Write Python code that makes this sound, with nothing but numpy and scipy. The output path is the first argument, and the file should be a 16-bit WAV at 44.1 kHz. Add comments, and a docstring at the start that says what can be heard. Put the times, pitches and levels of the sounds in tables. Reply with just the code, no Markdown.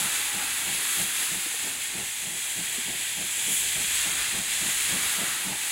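"""Slow steam locomotive in a station yard

Heard from just behind the cab: open drain cocks hiss throughout as coloured noise with a faint whistle.
The chimney chuffs softly about three times a second, a little faster and harder towards the end: gated noise.
Steam washes the ballast and wheels rumble as drifting noise, a rail sings faintly as resonant noise,
and the running gear knocks now and then with damped sine pairs."""
import sys
import numpy as np
from scipy import signal
from scipy.fft import rfft, irfft, next_fast_len
from scipy.io import wavfile
from scipy.ndimage import uniform_filter1d

SR = 44100
rng = np.random.default_rng(int(sys.argv[2]) if len(sys.argv) > 2 else 0)


def to_wav(s):
    """Save 16-bit WAV."""
    ch = np.atleast_2d(s).T  # columns
    pcm = np.round(np.clip(ch, -1, 1) * 32767)  # PCM
    wavfile.write(sys.argv[1], SR, pcm.astype(np.int16))


N = 251811
TIME = np.arange(N) / SR

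# how hard the engine works: time_s [s], blast_db [dB, before accents and layer levels]
EFFORT_CURVE = [(0, -45), (1.3, -44.5), (1.7, -45), (2.6, -45.5), (3.2, -44), (3.9, -44.5), (4.7, -41.5),
                (5.71, -42.5)]
CRUISE_DB = -44  # the effort at which the blast length and the rolling level have their base values


def undb(db):
    """Decibels to gain."""
    return 10 ** (np.asarray(db) / 20)


def curves(table):
    """The columns of a table, joined by straight lines in time."""
    time_s, *columns = np.transpose(table)
    return [np.interp(TIME, time_s, column) for column in columns]


def noise(gain):
    """Noise of rms 1 whose spectrum is the function gain(Hz)."""
    size = next_fast_len(N)
    hz = np.maximum(np.fft.rfftfreq(size, 1 / SR), 1)
    spectrum = rfft(rng.standard_normal(size)) * gain(hz)
    x = irfft(spectrum, size)[:N]
    return x / x.std()


def turbulence(colour):
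    """Noise with the colour of (Hz, dB) points, falling 24 dB per octave beyond them."""
    point_hz, point_db = np.transpose(colour)

    def gain(hz):
        octaves_outside = np.abs(np.log2(hz / np.clip(hz, point_hz[0], point_hz[-1])))
        inside_db = np.interp(np.log(hz), np.log(point_hz), point_db)
        return undb(inside_db - 24 * octaves_outside)

    return noise(gain)


def resonant(modes):
    """Noise ringing in (Hz, width Hz, dB) resonances."""
    def gain(hz):
        return sum(undb(db) / (1 + ((hz - at) / width) ** 2) for at, width, db in modes)

    return noise(gain)


def walk(rate_hz):
    """Random levels held for 1 / rate_hz and smoothed twice; spread 1."""
    hold = max(int(SR / rate_hz), 2)
    steps = np.repeat(rng.standard_normal(N // hold + 1), hold)
    x = uniform_filter1d(uniform_filter1d(steps, hold), hold)[:N]
    return x / x.std()


def strokes():
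    """Piston strokes counted over time; the beat quickens evenly as the train gathers speed."""
    first_beat_s, beats_per_s, beats_per_s2 = -0.01, 2.965, 0.1229
    t = TIME - first_beat_s
    return beats_per_s * t + beats_per_s2 * t ** 2 / 2


def ground_bounce(x, lag_s, sway, share):
    """Add the reflection from the track bed; its path changes as the engine sways."""
    late = TIME - lag_s * (1 + sway * walk(2.04))
    return (x + share * np.interp(late, TIME, x, left=0)) / np.sqrt(1 + share ** 2)


def drain_cocks(flutter_db=0.54, billow_db=0.35, spit_db=0.33, jet_db=0.24, roar_trim_db=-0.42,
                spray_trim_db=0.27, surge_db=0.4, surge_at_stroke=0.77):
    """Wet steam: a sharp, faintly whistling jet with fine spray, and a lower roar where it breaks into a cloud."""
    # drain steam: time_s [s], flow_db [dB, before surge and flutter],
    # roar_db [dB re flow, before trim], spray_db [dB re flow, before trim]
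    drain_flow = [(0.0, -29, -1, -0.5), (0.09, -33, 1.5, 0), (0.16, -30.5, -0.5, -3), (0.21, -33, 1.5, 0),
                  (0.65, -33.5, 0.5, -1), (0.97, -31, 0, 1), (1.13, -34, 0.5, 0), (1.16, -31.5, 0.5, 0),
                  (1.92, -36, 0, -2), (2.15, -34.5, -0.5, -2), (2.35, -35, -1.5, -2), (2.77, -33.5, 0, -2),
                  (2.94, -35.5, 2, 0), (3.44, -31, -2, -2.5), (3.54, -28.5, -5.5, 1),
                  (3.64, -30.5, -0.5, -1.5), (4.12, -30, 0, -3), (4.42, -32.5, 0, -3),
                  (4.66, -29.5, -1, -2.5), (5.14, -31, 1, -0.5), (5.47, -35, 1, -1.5),
                  (5.71, -33, -0.5, -1.5)]
    # whistling edge of the jet: time_s [s], whistle_db [dB re flow, before power sharing]
    whistle_curve = [(0, -13), (2, -9), (3, -1), (3.9, -4.5), (5.71, -18)]
    # whistle resonances: pitch_hz [Hz], width_hz [Hz], level_db [dB, relative]
    whistle_modes = [(2387, 110, -1), (2820, 67, -17), (3290, 224, 1.5), (7220, 220, -1.5), (7930, 136, 1),
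                     (10980, 150, -7)]
    # noise colours of jet, spray and cloud: pitch_hz [Hz], density_db [dB per Hz, relative]
    jet_colour = [(4500, -21), (5500, -13), (6100, -7), (6600, -2), (7100, -0.9), (8100, -0.5), (8700, -1),
                  (9400, -7.5), (10500, -47), (13000, -32)]
    spray_colour = [(8000, -52), (9300, -4.5), (10000, 0.5), (10500, 1.5), (11200, -2), (11800, -7),
                    (12500, -9.5), (14000, -10.5), (16000, -11.5)]
    roar_colour = [(900, -11), (1300, -17.5), (1600, -4), (1950, -0.5), (2400, -1), (2780, 0), (2980, -3.5),
                   (3330, -0.5), (3750, -2.5), (4150, -3.5), (4700, -8), (5000, -7.5), (5500, -18),
                   (7000, -28)]

    flow_db, roar_db, spray_db = curves(drain_flow)
    whistle_db, = curves(whistle_curve)
    # cylinder pressure peaks once a stroke
    flow_db = flow_db + surge_db * np.cos(2 * np.pi * (strokes() - surge_at_stroke))
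    jet = undb(jet_db) * turbulence(jet_colour)
    spray = undb(spray_db + spray_trim_db) * turbulence(spray_colour)
    nozzle = (jet + spray) * undb(spit_db * walk(600))  # water in the steam makes the jet spit
    cloud = undb(roar_db + roar_trim_db + billow_db * walk(24.86)) * turbulence(roar_colour)
    whistle = undb(whistle_db)
    # the whistle draws its power from the steam: all of it is turned down as the whistle grows
    steam = (nozzle + cloud + whistle * resonant(whistle_modes)) / np.sqrt(1 + whistle ** 2 / 2)
    fluttering = steam * undb(flow_db + flutter_db * walk(30))
    return ground_bounce(fluttering, lag_s=.003, sway=0.037, share=.11)


def ballast_wash(wash_trim_db=2.03, eddy_db=1.26):
    """The spent steam rushes over the stones: coloured noise with randomly eddying level."""
    # steam sweeping the ballast: time_s [s], level_db [dB, before trim and eddies]
    wash_curve = [(0, -43), (.6, -46), (1.2, -45), (2.1, -55.5), (3.7, -53.5), (4.1, -44), (4.5, -50.5),
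                  (5.28, -42), (5.55, -50.5)]
    # its colour: pitch_hz [Hz], density_db [dB per Hz, relative]
    ballast_colour = [(250, -3), (550, -9), (700, -9.5), (830, -11), (1050, 0), (1400, 5.5), (1800, 1.5),
                      (2600, -24)]

    level_db, = curves(wash_curve)
    return turbulence(ballast_colour) * undb(level_db + wash_trim_db + eddy_db * walk(20))


def exhaust(rise_s=0.021, fall_s=0.027, body_db=-3, hollow_db=-3.2, rasp_db=-2, ragged_db=0.6):
    """Each valve opening sends a ragged blast up the chimney: a hollow body and a rasp that die once it shuts."""
    # the four beats of one wheel turn: accent_db [dB], bright_db [dB, rasp re body, before build-up and levels]
    wheel_turn = [(1.5, -10.5), (-1, 0.5), (1, -6.5), (-0.2, -4)]
    # blast colours of body and rasp: pitch_hz [Hz], density_db [dB per Hz, relative]
    chimney_colour = [(20, -14), (36, -7), (60, -7), (100, -4), (150, 1), (190, 4), (250, -3), (360, -5),
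                      (460, -8), (700, -9.5)]
    rasp_colour = [(300, 6.5), (480, -8), (570, -4.5), (650, 5), (720, -4), (830, 4.5), (1050, -4.5),
                   (1600, -18), (3500, -18)]
    # hollow resonances of the chimney: pitch_hz [Hz], width_hz [Hz], level_db [dB, relative]
    chimney_modes = [(157, 9.2, -1.5), (192, 16, 5.5), (194, 9.4, -17), (253, 14, -10.5), (336, 13, -9),
                     (378, 23, -14)]
    cruise_open_s, open_s_per_db = .07, .007  # harder work holds the valve open longer
    rasp_db_per_beat = .2  # the rasp sharpens from beat to beat as the engine speeds up

    body, rasp = np.zeros(N), np.zeros(N)
    stroke = strokes()
    effort_db, = curves(EFFORT_CURVE)
    for beat in range(int(stroke[-1]) + 1):
        start_s = np.interp(beat, stroke, TIME)
        beat_db = np.interp(beat, stroke, effort_db)
        accent_db, bright_db = wheel_turn[beat % len(wheel_turn)]
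        open_s = cruise_open_s + open_s_per_db * (beat_db - CRUISE_DB)
        age = TIME - start_s
        attack = np.clip(age / rise_s, 0, 1)
        decay = np.exp(-np.maximum(age - open_s, 0) / fall_s)
        blast = undb(beat_db + accent_db) * attack * decay
        body += blast
        rasp += blast * undb(bright_db + rasp_db_per_beat * beat)
    body_gas = body * undb(body_db) * turbulence(chimney_colour)
    rasp_gas = rasp * undb(rasp_db) * turbulence(rasp_colour)
    ragged_gas = (body_gas + rasp_gas) * undb(ragged_db * walk(90))
    return ragged_gas + body * undb(hollow_db) * resonant(chimney_modes)


def wheels(roll_db=-52.0, roll_per_effort=.9, jolt_db=2.5, waver_db=3.0, thrust_db=2, lead_strokes=0.023):
    """Wheels rumble over uneven track, harder with effort and thrust; flanges rub the rail into a faint ring."""
    # the rail singing under the flanges: time_s [s], level_db [dB, before waver]
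    rail_curve = [(0, -48), (.5, -48), (1.1, -55), (3.6, -68), (5.71, -51.5)]
    # resonances of the rail: pitch_hz [Hz], width_hz [Hz], level_db [dB, relative]
    rail_modes = [(817, 63, 2), (890, 110, -7)]
    # a deep rumble that comes and goes: time_s [s], level_db [dB]
    boom_curve = [(0, -60), (.7, -61), (1.2, -75), (3.4, -71), (3.7, -55), (4.2, -52.5), (4.5, -61),
                  (4.8, -55), (5.3, -70)]
    # colours of deep and rolling rumble: pitch_hz [Hz], density_db [dB per Hz, relative]
    boom_colour = [(28, -3), (75, 0), (110, -2)]
    rumble_colour = [(15, -12), (35, -4), (80, -4), (130, 1), (230, -2), (380, -1), (560, -6.5), (800, -2),
                     (1500, -32)]

    effort_db, = curves(EFFORT_CURVE)
    rub_db, = curves(rail_curve)
    boom_db, = curves(boom_curve)
    rolling_db = roll_db + roll_per_effort * (effort_db - CRUISE_DB)
    piston_db = thrust_db * np.sin(2 * np.pi * (strokes() + lead_strokes))
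    rumble = turbulence(rumble_colour) * undb(rolling_db + piston_db + jolt_db * walk(28))
    deep = turbulence(boom_colour) * undb(boom_db)
    singing_rail = resonant(rail_modes) * undb(rub_db + waver_db * walk(18))
    return rumble + deep + singing_rail


def running_gear(contact_s=0.0017, overtone=1.55, overtone_db=-7):
    """Slack in rods and couplings is taken up with dull knocks, each two quickly damped modes."""
    # knocks: start_s [s], pitch_hz [Hz, lower mode], level_db [dB, lower mode before decay], t60_s [s]
    knock_list = [(1.461, 315, -34, 0.068), (1.541, 467, -35.5, 0.047), (1.684, 250, -38, .04),
                  (2.781, 240, -32, 0.081), (2.905, 195, -33, .045), (3.483, 276, -32, 0.083),
                  (4.345, 94, -38, .087), (5.059, 80, -40, .086)]

    out = np.zeros(N)
    for start_s, pitch_hz, level_db, t60_s in knock_list:
        age = np.maximum(TIME - start_s, 0)
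        phase = 2 * np.pi * pitch_hz * age
        ring = np.sin(phase) + undb(overtone_db) * np.sin(overtone * phase)
        attack = np.minimum(age / contact_s, 1)
        decay = np.exp(-np.log(1000) * age / t60_s)
        out += undb(level_db) * attack * decay * ring
    return out


def scene():
    """Everything comes from straight ahead, alike in both ears."""
    engine = drain_cocks() + ballast_wash() + exhaust() + wheels() + running_gear()
    return np.array([engine, engine])


def record(dry):
    """A steep elliptic low-pass removes the top treble."""
    top_hz = 15800
    low_pass = signal.ellip(12, .1, 80, top_hz, fs=SR, output="sos")  # order, ripple dB, stopband dB
    return signal.sosfilt(low_pass, dry)


dry = scene()
out = record(dry)
to_wav(out)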